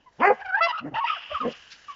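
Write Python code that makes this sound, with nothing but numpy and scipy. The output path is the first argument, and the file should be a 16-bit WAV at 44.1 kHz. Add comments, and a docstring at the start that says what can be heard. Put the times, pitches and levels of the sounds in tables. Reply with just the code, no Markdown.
"""Puppy and turkey on a lawn

One microphone on the grass beside a house. A puppy barks once and the turkey answers with a gobble,
a fast chain of reedy notes that jump between registers, while the puppy adds muffled woofs.
A dry hiss swells in the gobble and fades; soft thuds and a little scuffing come from the ground.
The house wall and a near tree return a faint echo of both animals, over open air and a low rumble."""
import sys
import numpy as np
from scipy import signal
from scipy.fft import rfft, irfft
from scipy.io import wavfile

SR = 44100
rng = np.random.default_rng(int(sys.argv[2]) if len(sys.argv) > 2 else 0)


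def transcribe(u):
    """Save the signal u as a 16-bit wav file named by the first command-line argument.

    u: samples, shape (n,) or (channels, n), limited to [-1, 1]; the rate is SR.
    q: integer samples, one column per channel.
    """
    v = np.clip(np.atleast_2d(u).T, -1, 1)
    q = np.round(v * 32767).astype(np.int16)
    wavfile.write(sys.argv[1], SR, q)


N = 85995
T = np.arange(N) / SR


def turkey_gobble():
    """The turkey's throat sounds quick reedy notes that leap between low and high registers."""
    # (time [s], length [s], start pitch [Hz], middle pitch [Hz], end pitch [Hz], level [dB], swell [dB],
    #  octave at start [dB], octave at end [dB], overtones [dB], rasp [dB], pitch jitter [share])
    notes = [ (.063, 0.028, 1049, 1003, 964, -50.5, -1, -15, -13.5, -32.5, -28.5, 0.015),
             (.392, 0.037, 723, 817, 834, -39, 1.5, -17.5, 4.5, -13, -20, 0.053),
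             (.449, 0.028, 811, 759, 716, -38, -8, -5.5, 6.5, -10, -25, 0.038),
             (.478, 0.033, 802.4, 769.3, 733, -38, 1.5, -2.5, 12.5, -12, -18.5, .025),
             (.521, 0.022, 731, 751.6, 777, -36.5, 3, 6, 14.5, -16, -26.5, 0.014),
             (.543, 0.024, 787, 810, 826, -30, 3, 17, 1.5, -15, -32, 0.013),
             (.570, 0.033, 850, 896, 963, -26, -7.5, -7.5, -4, -19.5, -21.5, 0.039),
             (.609, 0.066, 654.4, 673.3, 675, -25, -0.5, 10, -9, -1, -18, 0.0077),
             (.665, 0.026, 1124, 1070, 1106, -29.5, -6, -21, -25.5, -27.5, -28, 0.021),
             (.668, 0.049, 1039, 985, 964, -29, 13, -10.5, -7.5, -4.5, -11, 0.025),
             (.727, 0.071, 1293, 1300, 1200, -31.5, -2.5, -26, -29, -18, -17.5, 0.032),
             (.776, 0.024, 1210, 1353, 1358, -34, 0.5, -27.5, 3, -4.5, -7.5, 0.041),
             (.942, 0.022, 789, 905, 977, -29, -1.5, -36, 5.5, -14, -6.5, 0.027),
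             (.959, 0.012, 664, 653, 640, -37.5, -0.5, -19.5, 13.5, -7, -10.5, 0.033),
             (.965, 0.037, 844.5, 884.4, 959, -25, 3, -12.5, -15, -17, -11.5, 0.028),
             (1.007, 0.03, 1132, 1104, 1100, -25, 1, -20.5, -29, -31, -36.5, 0.0097),
             (1.042, .014, 950, 927, 956, -22, -8, -18.5, -18, -14.5, -34, 0.012),
             (1.057, 0.017, 1010, 969, 952, -33.5, 0, 5.5, -13, -6, -16, 0.026),
             (1.069, 0.027, 1277, 1331, 1266, -31.5, 4, 2.5, -1.5, -11, -10.5, 0.032),
             (1.100, 0.01, 1304, 1251, 1310, -19, -4, -27.5, -21.5, -29.5, -28, 0.013),
             (1.117, 0.026, 1301, 1220, 1178, -28, -1, -22, -21, -24, -20, 0.042),
             (1.159, 0.018, 875, 749, 632, -44.5, 9, 14.5, 1, -17, -14, 0.054),
             (1.300, 0.012, 612, 556, 577, -45.5, 5.5, -2.5, 8, -15.5, -12, .04),
             (1.316, 0.021, 625, 586, 583, -33.5, -13.5, -22, 8.5, -30, -18, 0.021),
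             (1.346, 0.031, 1362, 1184, 1076, -26, -1.5, -18, -36.5, -26.5, -31, 0.037),
             (1.405, 0.019, 1276, 1233, 1143, -25, -6, -28.5, -25.5, -17, -22.5, 0.014),
             (1.427, 0.06, 1091, 1054, 1015, -40.5, -27.5, -25, -5, -28, -21, 0.03),
             (1.885, 0.04, 1193, 1130, 1128, -36.5, -6, -22, -16, -35, -37, 0.0092),
             (1.915, 0.024, 1087, 1062, 1040, -49, -0.5, -12.5, -13, -37, -21, .02)]
    # the throat's colour on the overtones, then on the rasp: (frequency [Hz], gain [dB])
    throat = [(1800, -9), (2100, 4), (2750, -3), (3050, -6.5), (3450, -11), (4050, -14.5), (4750, -9.5),
              (5400, -15.5), (6100, -30), (7000, -35.5)]
    rasp_colour = [(120, -50.5), (400, -43), (650, 1.5), (1100, 3), (1600, 3.5), (2200, -14), (2800, 9),
                   (3400, -6), (4300, -35.5), (5100, -34.5), (6000, -28), (7000, -40.5)]
    voice = reedy_notes(notes, throat, rasp_colour, attack_s=0.0063, release_s=0.009, arch_db=2.5,
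                        jitter_hz=453, shimmer=0.12, shimmer_hz=188)
    return high_pass(voice, hz=395)


def turkey_rattle():
    """A harsh, fast-throbbing burst of noise at the height of the gobble."""
    # the burst: (time [s], length [s], level [dB])
    events = [(1.072, 0.033, -34.5)]
    # its harsh colour: (frequency [Hz], gain [dB])
    spectrum = [(900, -42), (1800, -13), (2250, 0), (2600, 2.5), (3050, -10.5), (3400, -7.5), (4300, -37.5),
                (5100, -17.5), (6500, -51.5)]
    throb_hz, throb_depth = 228, 0.98
    throb = 1 + throb_depth * np.sin(2 * np.pi * throb_hz * T)
    return bursts(events, spectrum, attack_s=0.0068, release_s=0.031) * throb


def puppy_bark():
    """Rough pulses rise in pitch while the mouth opens and shuts, sweeping its resonance down."""
    # the course of the bark: (time [s], pitch [Hz], level [dB], mouth resonance [Hz], treble [dB],
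    #  rasp [dB], nasal ring [dB])
    course = [(.184, 122, -56, 900, -2.5, -4, 4), (.195, 170, -45.5, 922, -22, -6.5, -5),
              (.204, 232.3, -35.5, 930, 5, 7.5, -6), (.216, 293, -24.5, 956, 7.5, 16, 2.5),
              (.226, 334.5, -20.5, 990, 5.5, -5.5, 6), (.234, 350.4, -12.5, 1020, 13, -5, 19.5),
              (.243, 353.8, -16.5, 760, 8, -3.5, 23.5), (.253, 370, -11, 757, 16, -10.5, 10),
              (.264, 407, -20.5, 635, 18.5, -4, 3), (.278, 403, -13.5, 627, 11, -10, -13.5),
              (.290, 407.3, -17.5, 593, 4.5, -10.5, 1.5), (.312, 408.6, -16, 713, -1.5, -5, 17.5),
              (.322, 427, -21.5, 645, -18.5, -1.5, 7), (.330, 431, -33, 766, -19.5, 2, 2.5),
              (.345, 405, -52, 747, -5.5, -6, 4)]
    # the puppy's throat: (frequency [Hz], gain [dB])
    throat = [(100, -13.5), (280, -2.5), (420, 2), (800, 0), (1250, -6.5), (1600, -1), (2100, -1),
              (2500, -11.5), (3000, -28), (3400, -56.5), (3900, -60), (4600, -30.5), (5400, -47.5),
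              (7000, -48)]
    mouth_width_hz, mouth_db = 136, 19.5
    nasal_hz, nasal_width_hz = 1100, 120
    jitter = 0.014  # share of the pitch
    pitch, db, mouth_hz, treble_db, rasp_db, nasal_db = in_time(course)
    on = (T > course[0][0]) & (T < course[-1][0])
    pitch = pitch * (1 + jitter * drift(rate_hz=270))
    phase = 2 * np.pi * np.cumsum(pitch[on]) / SR
    k = harmonics(count=20)
    hz = k * pitch[on]
    mouth = 1 + from_db(mouth_db) / (1 + ((hz - mouth_hz[on]) / mouth_width_hz) ** 2)
    nasal = from_db(nasal_db[on]) / (1 + ((hz - nasal_hz) / nasal_width_hz) ** 2)
    treble = from_db(treble_db[on] / (1 + (1300 / hz) ** 4))  # shelf above 1300 Hz
    gains = colour(throat, hz) * (mouth + nasal) * treble
    gains = gains / np.sqrt(np.sum(gains ** 2, axis=0) / 2)  # unit power
    rough_depth = from_db(rasp_db[on]) / (1 + (800 / hz) ** 2)  # upper harmonics are rougher
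    rough = (1 + rough_depth * wobble(rate_hz=346, count=20)[:, on]) / np.sqrt(1 + 2 * rough_depth ** 2)
    partials = np.imag(rough * np.exp(1j * k * (phase + k)))
    voice = np.zeros(N)
    voice[on] = from_db(db[on]) * np.sum(gains * partials, axis=0)
    return high_pass(voice, hz=206)


def puppy_woofs():
    """Grunts and woofs muffled by a closed mouth, at both ends of the bark and during the gobble."""
    # (time [s], length [s], start pitch [Hz], middle pitch [Hz], end pitch [Hz], level [dB], swell [dB],
    #  octave at start [dB], octave at end [dB], overtones [dB], rasp [dB], pitch jitter [share])
    notes = [ (.188, 0.028, 129.6, 211, 275.5, -35, 25.5, -14.5, 0, -26.5, -9, 0.042),
             (.302, 0.023, 500.4, 504, 510, -15, -5, -35.5, -30.5, -33.5, -34, 0.028),
             (.308, 0.04, 235.5, 222, 199.6, -43, -7.5, -12.5, -8, -19.5, -1, 0.032),
             (.805, 0.034, 98.5, 121, 130, -53, 5, 7.5, 14, -3, -12, .04),
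             (.841, 0.055, 133, 150.4, 152.5, -43, 5, 16, 2, -7.5, 5.5, 0.071),
             (.914, 0.046, 133.1, 128.8, 137, -45, 2, 9.5, -18.5, -5.5, -4.5, 0.1),
             (1.403, 0.044, 218, 261.7, 256, -38.5, 10.5, -16, -2, -22, -7, 0.033),
             (1.444, 0.022, 257.3, 243.3, 236, -31, 6, 4.5, 0.5, -8.5, -1, 0.043),
             (1.463, 0.027, 228.3, 251, 241.2, -30.5, 5, 2, 7.5, -14.5, -2, .01),
             (1.494, 0.032, 241.7, 238, 254, -48.5, -9, -1, 0, -8.5, 6, 0.022)]
    # the throat's colour on the overtones, then on the rasp: (frequency [Hz], gain [dB])
    throat = [(400, -17.5), (650, 3.5), (1000, -8), (1400, -16), (2000, -13), (2700, -39), (5000, -45.5)]
    rasp_colour = [(30, -43), (80, -29), (150, -3.5), (300, -10), (550, 1.5), (850, -21.5), (1400, -22.5),
                   (2000, -17), (2800, -54.5), (6000, -53)]
    return reedy_notes(notes, throat, rasp_colour, attack_s=0.016, release_s=0.016, arch_db=4.5,
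                       jitter_hz=400, shimmer=0.15, shimmer_hz=130)


def reedy_notes(notes, throat, rasp_colour, attack_s, release_s, arch_db, jitter_hz, shimmer, shimmer_hz):
    """Gliding voiced notes: overtones bloom in mid-note and pitch jitter smears the high ones."""
    out = np.zeros(N)
    k = harmonics(count=12)
    rasp = noise(rasp_colour)
    waver = drift(jitter_hz)
    unsteady = (1 + shimmer * wobble(shimmer_hz, count=12)) / np.sqrt(1 + 2 * shimmer ** 2)
    for (onset, length, start_hz, middle_hz, end_hz, db, swell_db,
         octave_start_db, octave_end_db, overtones_db, rasp_db, jitter) in notes:
        on = (T > onset - attack_s) & (T < onset + length + release_s)
        t = T[on] - onset
        progress = np.clip(t / length, 0, 1)
        edge = (2 * progress - 1) ** 2  # 1 at the note's ends, 0 in its middle
        glide = np.polyfit([0, .5, 1], [start_hz, middle_hz, end_hz], 2)
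        pitch = np.polyval(glide, progress) * (1 + jitter * waver[on])
        phase = 2 * np.pi * np.cumsum(pitch) / SR
        dull_db_per_khz = 10.0 * edge + 0.11 * max(-overtones_db, 0)
        khz_above_third = np.maximum(k - 3, 0) * pitch / 1000
        dull_db = dull_db_per_khz * khz_above_third + 2.6 * edge
        gains = colour(throat, k * pitch) * from_db(overtones_db - dull_db)
        gains[0] = 1  # fundamental and octave are set apart from the throat's colour
        gains[1] = from_db(octave_start_db + (octave_end_db - octave_start_db) * progress)
        partials = np.imag(unsteady[:, on] * np.exp(1j * k * (phase + k)))
        tone = np.sqrt(2) * np.sum(gains * partials, axis=0)
        puffs = from_db(rasp_db) * rasp[on] * (1 + 0.22 * np.sin(phase))  # one puff a cycle
        level = from_db(db + swell_db * (progress - .5) - arch_db * edge)
        out[on] += (tone + puffs) * gate(t, length, attack_s, release_s) * level
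    return out


def yard_echo(voice):
    """The microphone gets the direct voice, reflections off the house wall and a tree, and dull scatter."""
    wall_delay_s, wall_db = 0.013, -16
    tree_delay_s, tree_db = 0.015, -15
    t60_s, scatter_band_hz, scatter_db = 0.43, [700, 3070], -19
    tail = rng.standard_normal(N) * from_db(-60 * T / t60_s) * (T > wall_delay_s)
    band = signal.butter(2, scatter_band_hz, "band", fs=SR, output="sos")
    tail = signal.sosfilt(band, tail / np.sqrt(np.sum(tail ** 2)))
    wall = from_db(wall_db) * np.interp(T - wall_delay_s, T, voice)
    tree = from_db(tree_db) * np.interp(T - tree_delay_s, T, high_pass(voice, hz=910))
    scatter = from_db(scatter_db) * signal.fftconvolve(voice, tail)[:N]
    return voice + wall + tree + scatter


def dry_hiss():
    """A dry hiss flares briefly with the bark, then swells in the gobble and fades."""
    # its rise and fall: (time [s], level [dB])
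    levels = [(0, -67.5), (.18, -86), (.205, -42), (.25, -63), (.34, -61.5), (.45, -64.5), (.9, -80),
              (1.03, -50), (1.08, -34), (1.12, -35), (1.19, -39.5), (1.28, -43), (1.35, -36.5),
              (1.42, -47.5), (1.53, -44.5), (1.60, -53), (1.68, -55.5), (1.8, -62), (1.95, -52)]
    # its colour, strongest near 3 kHz: (frequency [Hz], gain [dB])
    spectrum = [(100, -47.5), (400, -29), (800, -13), (1200, -9), (1700, -8), (2200, -10), (2900, 5),
                (3250, -2.5), (3700, -19.5), (4300, -26), (5100, -17.5), (6000, -35), (7200, -47.5)]
    return bed(levels, spectrum, flicker_db=1.46)


def ground_thuds():
    """Soft low thuds on the lawn, probably paws."""
    # each thud: (time [s], length [s], level [dB])
    events = [(.308, 0.013, -62), (.42, 0.059, -59.5), (.84, 0.153, -63), (1.305, 0.058, -52)]
    # their deep colour: (frequency [Hz], gain [dB])
    spectrum = [(20, -18), (50, -22), (75, 3), (110, -16.5), (250, -32), (1000, -78.5)]
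    return bursts(events, spectrum, attack_s=0.02, release_s=0.03)


def grass_scuffs():
    """Brief, crisp scuffs in the grass as the gobble dies away."""
    # each scuff: (time [s], length [s], level [dB])
    events = [(1.516, 0.015, -49.5), (1.705, 0.012, -50), (1.717, 0.016, -42.5), (1.738, 0.027, -53)]
    # their bright colour: (frequency [Hz], gain [dB])
    spectrum = [(300, -35), (1200, -4), (2400, 8), (3300, 6.5), (4300, 8), (5500, 5), (7200, -12)]
    return bursts(events, spectrum, attack_s=0.002, release_s=0.011)


def outdoor_air():
    """Faint open air around the microphone, with a steady low rumble under it."""
    # the air's rise and fall: (time [s], level [dB])
    levels = [(0, -72.5), (.3, -62.5), (.9, -75), (1.45, -57), (1.56, -54.5), (1.95, -55.5)]
    # colour of the air, then of the rumble: (frequency [Hz], gain [dB])
    spectrum = [(100, -7.5), (400, -15), (1000, -10), (1650, 10.5), (2300, -3), (3200, -1.5), (4200, -2.5),
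                (5500, -1.5), (7200, -8.5)]
    rumble_colour = [(15, -10.5), (40, -0.5), (80, -1.5), (150, -3), (400, -6), (900, -4),
                     (2000, -29), (6000, -56)]
    return bed(levels, spectrum, flicker_db=2.0) + from_db(-66) * noise(rumble_colour)


def bursts(events, spectrum, attack_s, release_s):
    """Short bursts of coloured noise."""
    level = sum(from_db(db) * gate(T - onset, length, attack_s, release_s) for onset, length, db in events)
    return noise(spectrum) * level


def bed(levels, spectrum, flicker_db):
    """Lasting noise that follows a level curve and flickers a little."""
    return noise(spectrum) * from_db(in_time(levels)[0] + flicker_db * drift(rate_hz=55))


def noise(spectrum):
    """Coloured noise of unit power."""
    hz = np.fft.rfftfreq(N, 1 / SR)
    return unit_power(irfft(rfft(rng.standard_normal(N)) * colour(spectrum, hz), N))


def drift(rate_hz):
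    """Random wander of spread 1 up to the given rate."""
    hz = np.fft.rfftfreq(N, 1 / SR)
    return unit_power(irfft(rfft(rng.standard_normal(N)) / (1 + (hz / rate_hz) ** 2) ** 2, N))


def wobble(rate_hz, count):
    """Random wander of strength and phase, one row for each harmonic."""
    return np.array([drift(rate_hz) + 1j * drift(rate_hz) for _ in range(count)])


def gate(t, length, attack_s, release_s):
    """Smooth rise around 0, hold, smooth fall around the length."""
    rise = np.clip(.5 + t / attack_s, 0, 1)
    fall = np.clip(.5 + (length - t) / release_s, 0, 1)
    return np.sin(np.pi / 2 * rise) * np.sin(np.pi / 2 * fall)


def colour(spectrum, hz):
    """Gain of a spectrum at given frequencies."""
    points_hz, db = np.transpose(spectrum)
    return from_db(np.interp(np.log(hz + 1), np.log(points_hz), db))


def in_time(rows):
    """Each column of a curve, at every sample."""
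    times, *columns = np.transpose(rows)
    return [np.interp(T, times, column) for column in columns]


def harmonics(count):
    """Harmonic numbers as a column."""
    return np.arange(1, count + 1)[:, None]


def high_pass(x, hz):
    """Roll off what lies under a frequency."""
    return signal.sosfilt(signal.butter(2, hz, "high", fs=SR, output="sos"), x)


def from_db(db):
    """Decibels to gain."""
    return 10 ** (np.asarray(db) / 20)


def unit_power(x):
    """Scale to unit power."""
    return x / np.sqrt(np.mean(x ** 2) + 1e-20)


def scene():
    """Both animals in the yard, over the ground sounds, the hiss and the open air, in mono."""
    turkey = turkey_gobble() + turkey_rattle()
    puppy = puppy_bark() + puppy_woofs()
    ground = ground_thuds() + grass_scuffs()
    background = dry_hiss() + outdoor_air()
    return (yard_echo(turkey) + yard_echo(puppy) + ground + background)[None]


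def record(dry):
    """The top of the microphone's signal is cut steeply."""
    cutoff_hz = 7300
    return signal.sosfilt(signal.ellip(10, .3, 80, cutoff_hz, fs=SR, output="sos"), dry)


dry = scene()
out = record(dry)
transcribe(out)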